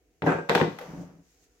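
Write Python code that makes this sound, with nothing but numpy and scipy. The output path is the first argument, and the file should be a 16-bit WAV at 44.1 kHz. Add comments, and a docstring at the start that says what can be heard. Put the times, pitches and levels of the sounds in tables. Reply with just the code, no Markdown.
"""In a small, quiet kitchen, a heavy, full cast-iron skillet lands on the counter: one edge first,
then it rocks and clunks flat. Each contact is a burst of noise plus fading tones for worktop and iron.
Light knocks follow, the pan is shuffled round on its base and the pot cloth slips off the handle.
Grating, rasping and rustling are made of thousands of tiny random clicks, shaped in tone and level.
Fading noise adds the echo of the room; steady noise and a low tone make its air and hum."""
import sys
import numpy as np
from scipy import signal
from scipy.fft import rfft, irfft, next_fast_len
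from scipy.io import wavfile

SR = 44100
rng = np.random.default_rng(int(sys.argv[2]) if len(sys.argv) > 2 else 0)


def persist_wave(psi):
    """Save psi, clipped to +-1, as 16-bit WAV."""
    counts = np.round(np.clip(psi, -1, 1) * 32767).astype(np.int16)
    wavfile.write(sys.argv[1], SR, np.atleast_2d(counts).T)


N = 70560  # length in samples: 1.6 seconds

# A "t60" is the time in which a sound fades by 60 dB.

# Still air of the room. Each row: frequency in Hz, relative level in dB.
AIR_COLOUR = [(15, -64.5), (25, -38), (48, 3), (108, -16), (166, -9.5), (206, -27.5), (249, -9.5),
              (489, -7), (560, -22.5), (754, -12.5), (818, -30), (2350, -24.5), (4610, -38), (6740, -37.5),
              (16000, -36.5)]
AIR_DB, HUM_HZ, HUM_DB = -69, 59, -81

# Cloth rubbing on the handle. Each row: time in seconds, level in dB.
CLOTH_LEVEL = [(0, -82), (.7, -70), (.88, -68.5), (1.02, -62), (1.1, -76), (1.21, -75.5), (1.28, -68.5),
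               (1.40, -69.5), (1.44, -65.5), (1.49, -74), (1.6, -71.5)]
# Tone of the cloth. Each row: frequency in Hz, relative level in dB.
CLOTH_COLOUR = [(200, -12), (900, -13), (1800, 3), (3500, -2), (5200, 3.5), (6700, 8), (9200, -8),
                (11000, -5), (16000, -7)]

# Contacts of the pan. Each row: start in seconds, noise level in dB, frequency in Hz above which
# the noise gets weaker, worktop thump level in dB, iron ring level in dB.
CONTACTS = [(.221, -25, 2800, -25, -41.5), (0.239, -26, 900, -20.5, -35.5),
            (0.264, -15.5, 1100, -25.5, -30.5), (0.2704, -18, 1700, -16.5, -32),
            (.279, -34, 1000, -36, -24.5), (.290, -18, 1200, -27.5, -31), (.304, -23, 1400, -27.5, -33.5),
            (0.32, -24, 1700, -43, -29), (0.349, -31, 1200, -27, -34), (.386, -28.5, 1100, -31.5, -35),
            (0.49, -34, 6000, -40, -32.5), (0.4949, -13.5, 4300, -22.5, -31), (.502, -19, 1800, -54, -26),
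            (.515, -25.5, 2500, -26, -28.5), (0.5504, -14.5, 5500, -33, -25.5),
            (.553, -15.5, 5500, -26, -40), (.577, -22.5, 4000, -57, -34.5),
            (0.601, -19.5, 1500, -35.5, -34), (.613, -15, 2200, -17, -31), (.621, -17, 450, -22.5, -39.5),
            (0.634, -22, 450, -31, -30), (.652, -24, 600, -35, -38), (.668, -53.5, 450, -25.5, -43.5)]
# The bare crack of a contact. Each row: frequency in Hz, relative level in dB.
CRACK_COLOUR = [(100, -18), (400, 12.5), (900, 8), (1500, 10.5), (3000, 3.5), (6000, -15), (8000, -4),
                (9300, -23.5), (11000, -7), (16000, -10)]
CRACK_DB, CRACK_T60_S = 0.5, 0.012
# Dense clatter of pan and counter. Each row: frequency in Hz, relative level in dB.
CLATTER_COLOUR = [(30, -21.5), (80, -8.5), (125, 3), (200, 5.5), (245, 2), (320, 10.5), (480, 12.5),
                  (620, 6), (900, 9), (1200, 0), (1500, 3.5), (2200, -1), (3700, -0.5), (5000, -6),
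                  (7500, -12.5), (9200, -14.5), (11000, -1.5), (16000, -8.5)]
# How fast the clatter fades. Each row: frequency in Hz, t60 in seconds.
CLATTER_FADE = [(100, 0.36), (450, 0.16), (1500, 0.066), (4000, 0.041), (12000, 0.012)]
# Tones of the worktop. Each row: frequency in Hz, typical relative level in dB, t60 in seconds.
WORKTOP_TONES = [(122, -7, .08), (163, 1, .085), (208, -5, .1), (276, -10, .14), (302, -3, .11),
                 (422, -7, .12)]
# Tones of the iron. Each row: frequency in Hz, typical relative level in dB,
# t60 in seconds while on one edge, t60 in seconds once the base is down.
IRON_TONES = [(478, -6, 0.44, 0.3), (508.5, -3.5, 0.1, 0.071), (564.3, -14.5, 0.66, 0.13),
              (700.3, -0.5, 0.1, .12), (788.5, -4, 0.047, .16), (915, -5.5, 0.098, 0.17),
              (1043.3, -9, .08, 0.12), (1146, -13.5, .12, .1), (1332, -16.5, 0.12, 0.14),
              (1495, -7, 0.26, 0.051), (1589, -7, 0.28, 0.086), (1720, -21.5, 0.14, .1),
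              (2002, -19, 0.12, 0.22), (2490, -28.5, .15, .2), (3344, -43, .08, .22),
              (3716, -31.5, .05, .22), (7900, -38.5, .08, .02)]
BASE_DOWN_S = 0.48
THUMP_ATTACK_S, RING_ATTACK_S = 0.0034, 0.00047
CONTACT_SLOPE = 2.01  # how steeply the noise weakens at high frequencies
SCATTER_DB = 4.5  # random spread of each tone's level
LOW_CUT_HZ = 93

# Iron grating on the counter. Each row: time in seconds, level in dB.
GRATE_LEVEL = [(.225, -64), (.265, -38), (.32, -46.5), (.42, -60.5), (.485, -56.5), (.505, -39), (.59, -35),
               (.65, -48), (.72, -51), (.78, -53.5), (.83, -46.5), (.9, -50.5), (1.02, -57), (1.1, -61.5),
               (1.22, -77), (1.35, -105)]
# Tone of the grating. Each row: frequency in Hz, relative level in dB.
GRATE_COLOUR = [(100, -15.5), (400, 5.5), (900, 4), (1600, -2.5), (2800, -11), (4000, -21), (6000, -13.5),
                (9000, -33.5), (12000, -24.5), (16000, -30)]
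# The base juddering over the worktop. Each row: time in seconds, level in dB.
JUDDER_LEVEL = [(.68, -73), (.72, -63), (.78, -78), (.83, -61), (.89, -47.5), (.95, -40), (1.02, -41.5),
                (1.09, -53.5), (1.19, -55.5), (1.26, -76), (1.35, -85)]
# Tone of the juddering. Each row: frequency in Hz, relative level in dB.
JUDDER_COLOUR = [(25, -28), (55, -9), (100, -11), (135, -2.5), (172, 5), (228, -9.5), (290, 2.5),
                 (380, -12.5), (550, -12), (900, -22.5), (2000, -36), (6000, -67.5)]
GRATE_SLIPS_PER_S, JUDDER_SLIPS_PER_S = 2300, 1200

# The tilted edge rasping along the counter. Each row: time in seconds, level in dB.
RASP_LEVEL = [(.258, -50.5), (.272, -29.5), (.325, -28.5), (.36, -42), (.395, -42.5), (.47, -81.5)]
# Tones of the iron wall. Each row: centre in Hz, half-width in Hz, relative level in dB.
WALL_PEAKS = [(697, 160, 1.5), (940, 150, -0.5), (1430, 280, 1.5), (1680, 53, -12.5), (2400, 270, -9.5),
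              (7000, 1500, -33)]
RASP_SLIPS_PER_S = 900

# Light knocks. Each row: start in seconds, noise level in dB, pitch in Hz, typical tone level in dB.
LIGHT_KNOCKS = [(.787, -31.5, 808, -43), (.812, -38, 527, -38.5), (.824, -47, 502, -35.5)]
# Tone of the knock noise. Each row: frequency in Hz, relative level in dB.
KNOCK_NOISE_COLOUR = [(100, -49), (500, -30), (800, 11), (1500, 8), (3000, -1.5), (6000, -11.5),
                      (9000, -22.5), (11000, -10.5), (16000, -20)]
KNOCK_T60_S, TONE_T60_S = 0.046, 0.13

# How alike left and right are. Each row: frequency in Hz, likeness from 0 (unrelated) to 1 (same).
LIKENESS = [(60, 0.72), (160, 1), (280, 0.85), (500, 0.85), (1000, 0.4), (2000, 0), (12000, 0)]
# Left-right balance of the pan. Each row: frequency in Hz, left minus right in dB.
PAN_BALANCE = [(100, 0.5), (250, 1.5), (500, 2.5), (1000, 1.5), (2000, 1.75), (4000, -0.5), (8000, -7.5),
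               (12000, 6.2)]
# How fast the room echo fades. Each row: frequency in Hz, t60 in seconds.
ROOM_FADE = [(100, 0.45), (220, .2), (450, 0.34), (2000, 0.34), (6000, .44), (14000, 0.26)]
# Tone of the room echo. Each row: frequency in Hz, level in dB compared with the direct sound.
ECHO_COLOUR = [(140, -11), (400, -10.5), (1500, -7.5), (4000, -2.5), (12000, -7)]
ROOM_BUILD_S = 0.0024
TOP_HZ = 16100


def amp(db):
    """Turn decibels into a plain multiplier."""
    return 10 ** (np.asarray(db) / 20)


def unit(x):
    """Scale a sound to an average strength (rms) of 1."""
    return x / np.sqrt(np.mean(x ** 2) + 1e-20)


def along(points, hz):
    """Read a value between table rows, with frequency on a log scale."""
    point_hz, values = np.transpose(points)
    return np.interp(np.log(hz + 1), np.log(point_hz + 1), values)


def level(rows):
    """Turn rows of seconds and dB into a multiplier for every sample."""
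    times, levels_db = np.transpose(rows)
    return amp(np.interp(np.arange(N) / SR, times, levels_db, left=-120))


def filtered(x, gain):
    """Change the strength of each frequency without letting any sound start early."""
    n = x.shape[-1]
    size = 2 * next_fast_len(n)
    log_gain = np.log(np.maximum(gain(np.fft.rfftfreq(size, 1 / SR)), 1e-6))
    # Folding this log spectrum's transform onto its first half gives a minimum-phase filter.
    cepstrum = irfft(log_gain, size)
    cepstrum[1:size // 2] *= 2
    cepstrum[size // 2 + 1:] = 0
    response = np.exp(rfft(cepstrum))
    return irfft(rfft(x, size) * response, size)[..., :n]


def coloured(x, points):
    """Shape the tone of a sound with rows of Hz and dB."""
    return filtered(x, lambda hz: amp(along(points, hz)))


def half_turn(hz):
    """Half the angle whose cosine is the left-right likeness."""
    return np.arccos(np.clip(along(LIKENESS, hz), -1, 1)) / 2


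def spread(pair):
    """Mix two unrelated signals into stereo: alike in the bass, apart in the treble."""
    n = pair.shape[-1]
    turn = half_turn(np.fft.rfftfreq(n, 1 / SR))
    mid, side = irfft(rfft(pair) * [np.cos(turn), np.sin(turn)], n)
    return np.array([mid + side, mid - side])


def hiss(size):
    """Stereo white noise."""
    return spread(rng.standard_normal((size, 2)).T)


def dying(t60s, size=8192):
    """Stereo noise in which each frequency fades at its own speed."""
    hz, t, spectrum = signal.stft(hiss(size), SR, nperseg=128)
    fade = np.exp(-np.log(1000) * t / along(t60s, hz)[:, None])
    return signal.istft(spectrum * fade, SR, nperseg=128)[1][:, :size]


def add(track, s, sound):
    """Mix a sound into a track at time s, cutting what runs past the end."""
    part = track[:, round(s * SR):][:, :sound.shape[1]]
    part += sound[:, :part.shape[1]]


def ring(modes, attack_s):
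    """A struck object gives fading tones; the higher ones are out of step between left and right."""
    t = np.arange(SR // 2) / SR
    out = np.zeros((2, len(t)))
    for hz, db, t60 in modes:
        skew = rng.choice([-1, 1]) * half_turn(hz)
        life = t[:int(t60 * SR)]
        fade = amp(db + SCATTER_DB * rng.normal()) * np.exp(-np.log(1000) * life / t60)
        tone = np.sin(2 * np.pi * hz * life + np.array([[skew], [-skew]]))
        add(out, 0, fade * tone)
    return out * (1 - np.exp(-t / attack_s))


def friction(per_s, colour, uneven_db):
    """Rubbing is many tiny slips of uneven size at random moments; its rms is 1."""
    happens = rng.random((2, N)) < per_s / SR
    sizes = amp(uneven_db * rng.standard_normal((2, N)))
    signs = rng.choice([-1, 1], (2, N))
    return unit(coloured(spread(happens * sizes * signs), colour))


def background():
    """Still room air is coloured noise; a low appliance hum is one pure tone."""
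    air = amp(AIR_DB) * unit(coloured(hiss(N), AIR_COLOUR))
    hum = amp(HUM_DB) * np.sin(2 * np.pi * HUM_HZ * np.arange(N) / SR)
    return air + hum


def cloth():
    """The pot cloth rustles with many tiny slips as the grip shifts and lets go."""
    return level(CLOTH_LEVEL) * friction(5000, CLOTH_COLOUR, uneven_db=-2)


def set_down():
    """Every contact cracks, clatters, thumps the worktop and rings the iron."""
    out = np.zeros((2, N))
    for s, db, corner_hz, thump_db, ring_db in CONTACTS:
        def contact(hz):
            """Strength of this contact's noise, weaker above its corner frequency."""
            return amp(db) / np.sqrt(1 + (hz / corner_hz) ** (2 * CONTACT_SLOPE))

        crack = dying([(1000, CRACK_T60_S)], size=1024)
        crack = filtered(crack, lambda hz: contact(hz) * amp(CRACK_DB + along(CRACK_COLOUR, hz)))
        clatter = dying(CLATTER_FADE)
        clatter = filtered(clatter, lambda hz: contact(hz) * amp(along(CLATTER_COLOUR, hz)))
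        thump = amp(thump_db) * ring(WORKTOP_TONES, THUMP_ATTACK_S)
        # The iron tones fade at different speeds once the base is down.
        iron = [(hz, tone_db, on_edge if s < BASE_DOWN_S else flat)
                for hz, tone_db, on_edge, flat in IRON_TONES]
        iron_ring = amp(ring_db) * ring(iron, RING_ATTACK_S)
        for sound in (crack, clatter, thump + iron_ring):
            add(out, s, sound)
    low_cut = signal.butter(2, LOW_CUT_HZ, "highpass", fs=SR, output="sos")
    return signal.sosfilt(low_cut, out)


def shuffle():
    """The rough base grates and judders over the counter in tiny slips."""
    grate = level(GRATE_LEVEL) * friction(GRATE_SLIPS_PER_S, GRATE_COLOUR, uneven_db=1.5)
    judder = level(JUDDER_LEVEL) * friction(JUDDER_SLIPS_PER_S, JUDDER_COLOUR, uneven_db=2.5)
    return grate + judder


def rasp():
    """While the pan is tilted, its edge sticks and slips and makes the iron wall sound."""
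    def wall(hz):
        """Strength at each frequency: the wall's peaks added as power."""
        power = sum(amp(db) ** 2 / (1 + ((hz - peak_hz) / width) ** 2) ** 2
                    for peak_hz, width, db in WALL_PEAKS)
        return np.sqrt(power)

    slips = friction(RASP_SLIPS_PER_S, [(1000, 0)], uneven_db=3)  # even in tone
    return level(RASP_LEVEL) * unit(filtered(slips, wall))


def knocks():
    """Light, dry knocks, probably a wooden spoon on the rim: short noise plus one fading tone."""
    out = np.zeros((2, N))
    for s, db, hz, tone_db in LIGHT_KNOCKS:
        noise = coloured(dying([(1000, KNOCK_T60_S)]), KNOCK_NOISE_COLOUR)
        add(out, s, amp(db) * noise)
        add(out, s, ring([(hz, tone_db, TONE_T60_S)], RING_ATTACK_S))
    return out


def kitchen(x):
    """Walls and cupboards answer with a short, blurred echo, made from fading noise."""
    tail = dying(ROOM_FADE, size=SR // 2)
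    t = np.arange(tail.shape[1]) / SR
    tail = tail * (1 - np.exp(-t / ROOM_BUILD_S)) ** 2
    tail = coloured(tail / np.linalg.norm(tail[0]), ECHO_COLOUR)
    return signal.fftconvolve(x, tail, axes=1)[:, :N]


def scene():
    """The pan and its echo lean left through the bass and middle; cloth and background are added."""
    pan = set_down() + shuffle() + rasp() + knocks()
    left, right = pan + kitchen(pan)
    # Each side takes half of the difference in level.
    left = filtered(left, lambda hz: amp(along(PAN_BALANCE, hz) / 2))
    right = filtered(right, lambda hz: amp(-along(PAN_BALANCE, hz) / 2))
    return np.array([left, right]) + cloth() + background()


def record(dry):
    """A steep filter removes nearly everything above the band limit."""
    band_limit = signal.ellip(12, 0.1, 90, TOP_HZ, fs=SR, output="sos")
    return signal.sosfilt(band_limit, dry)


dry = scene()
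out = record(dry)
persist_wave(out)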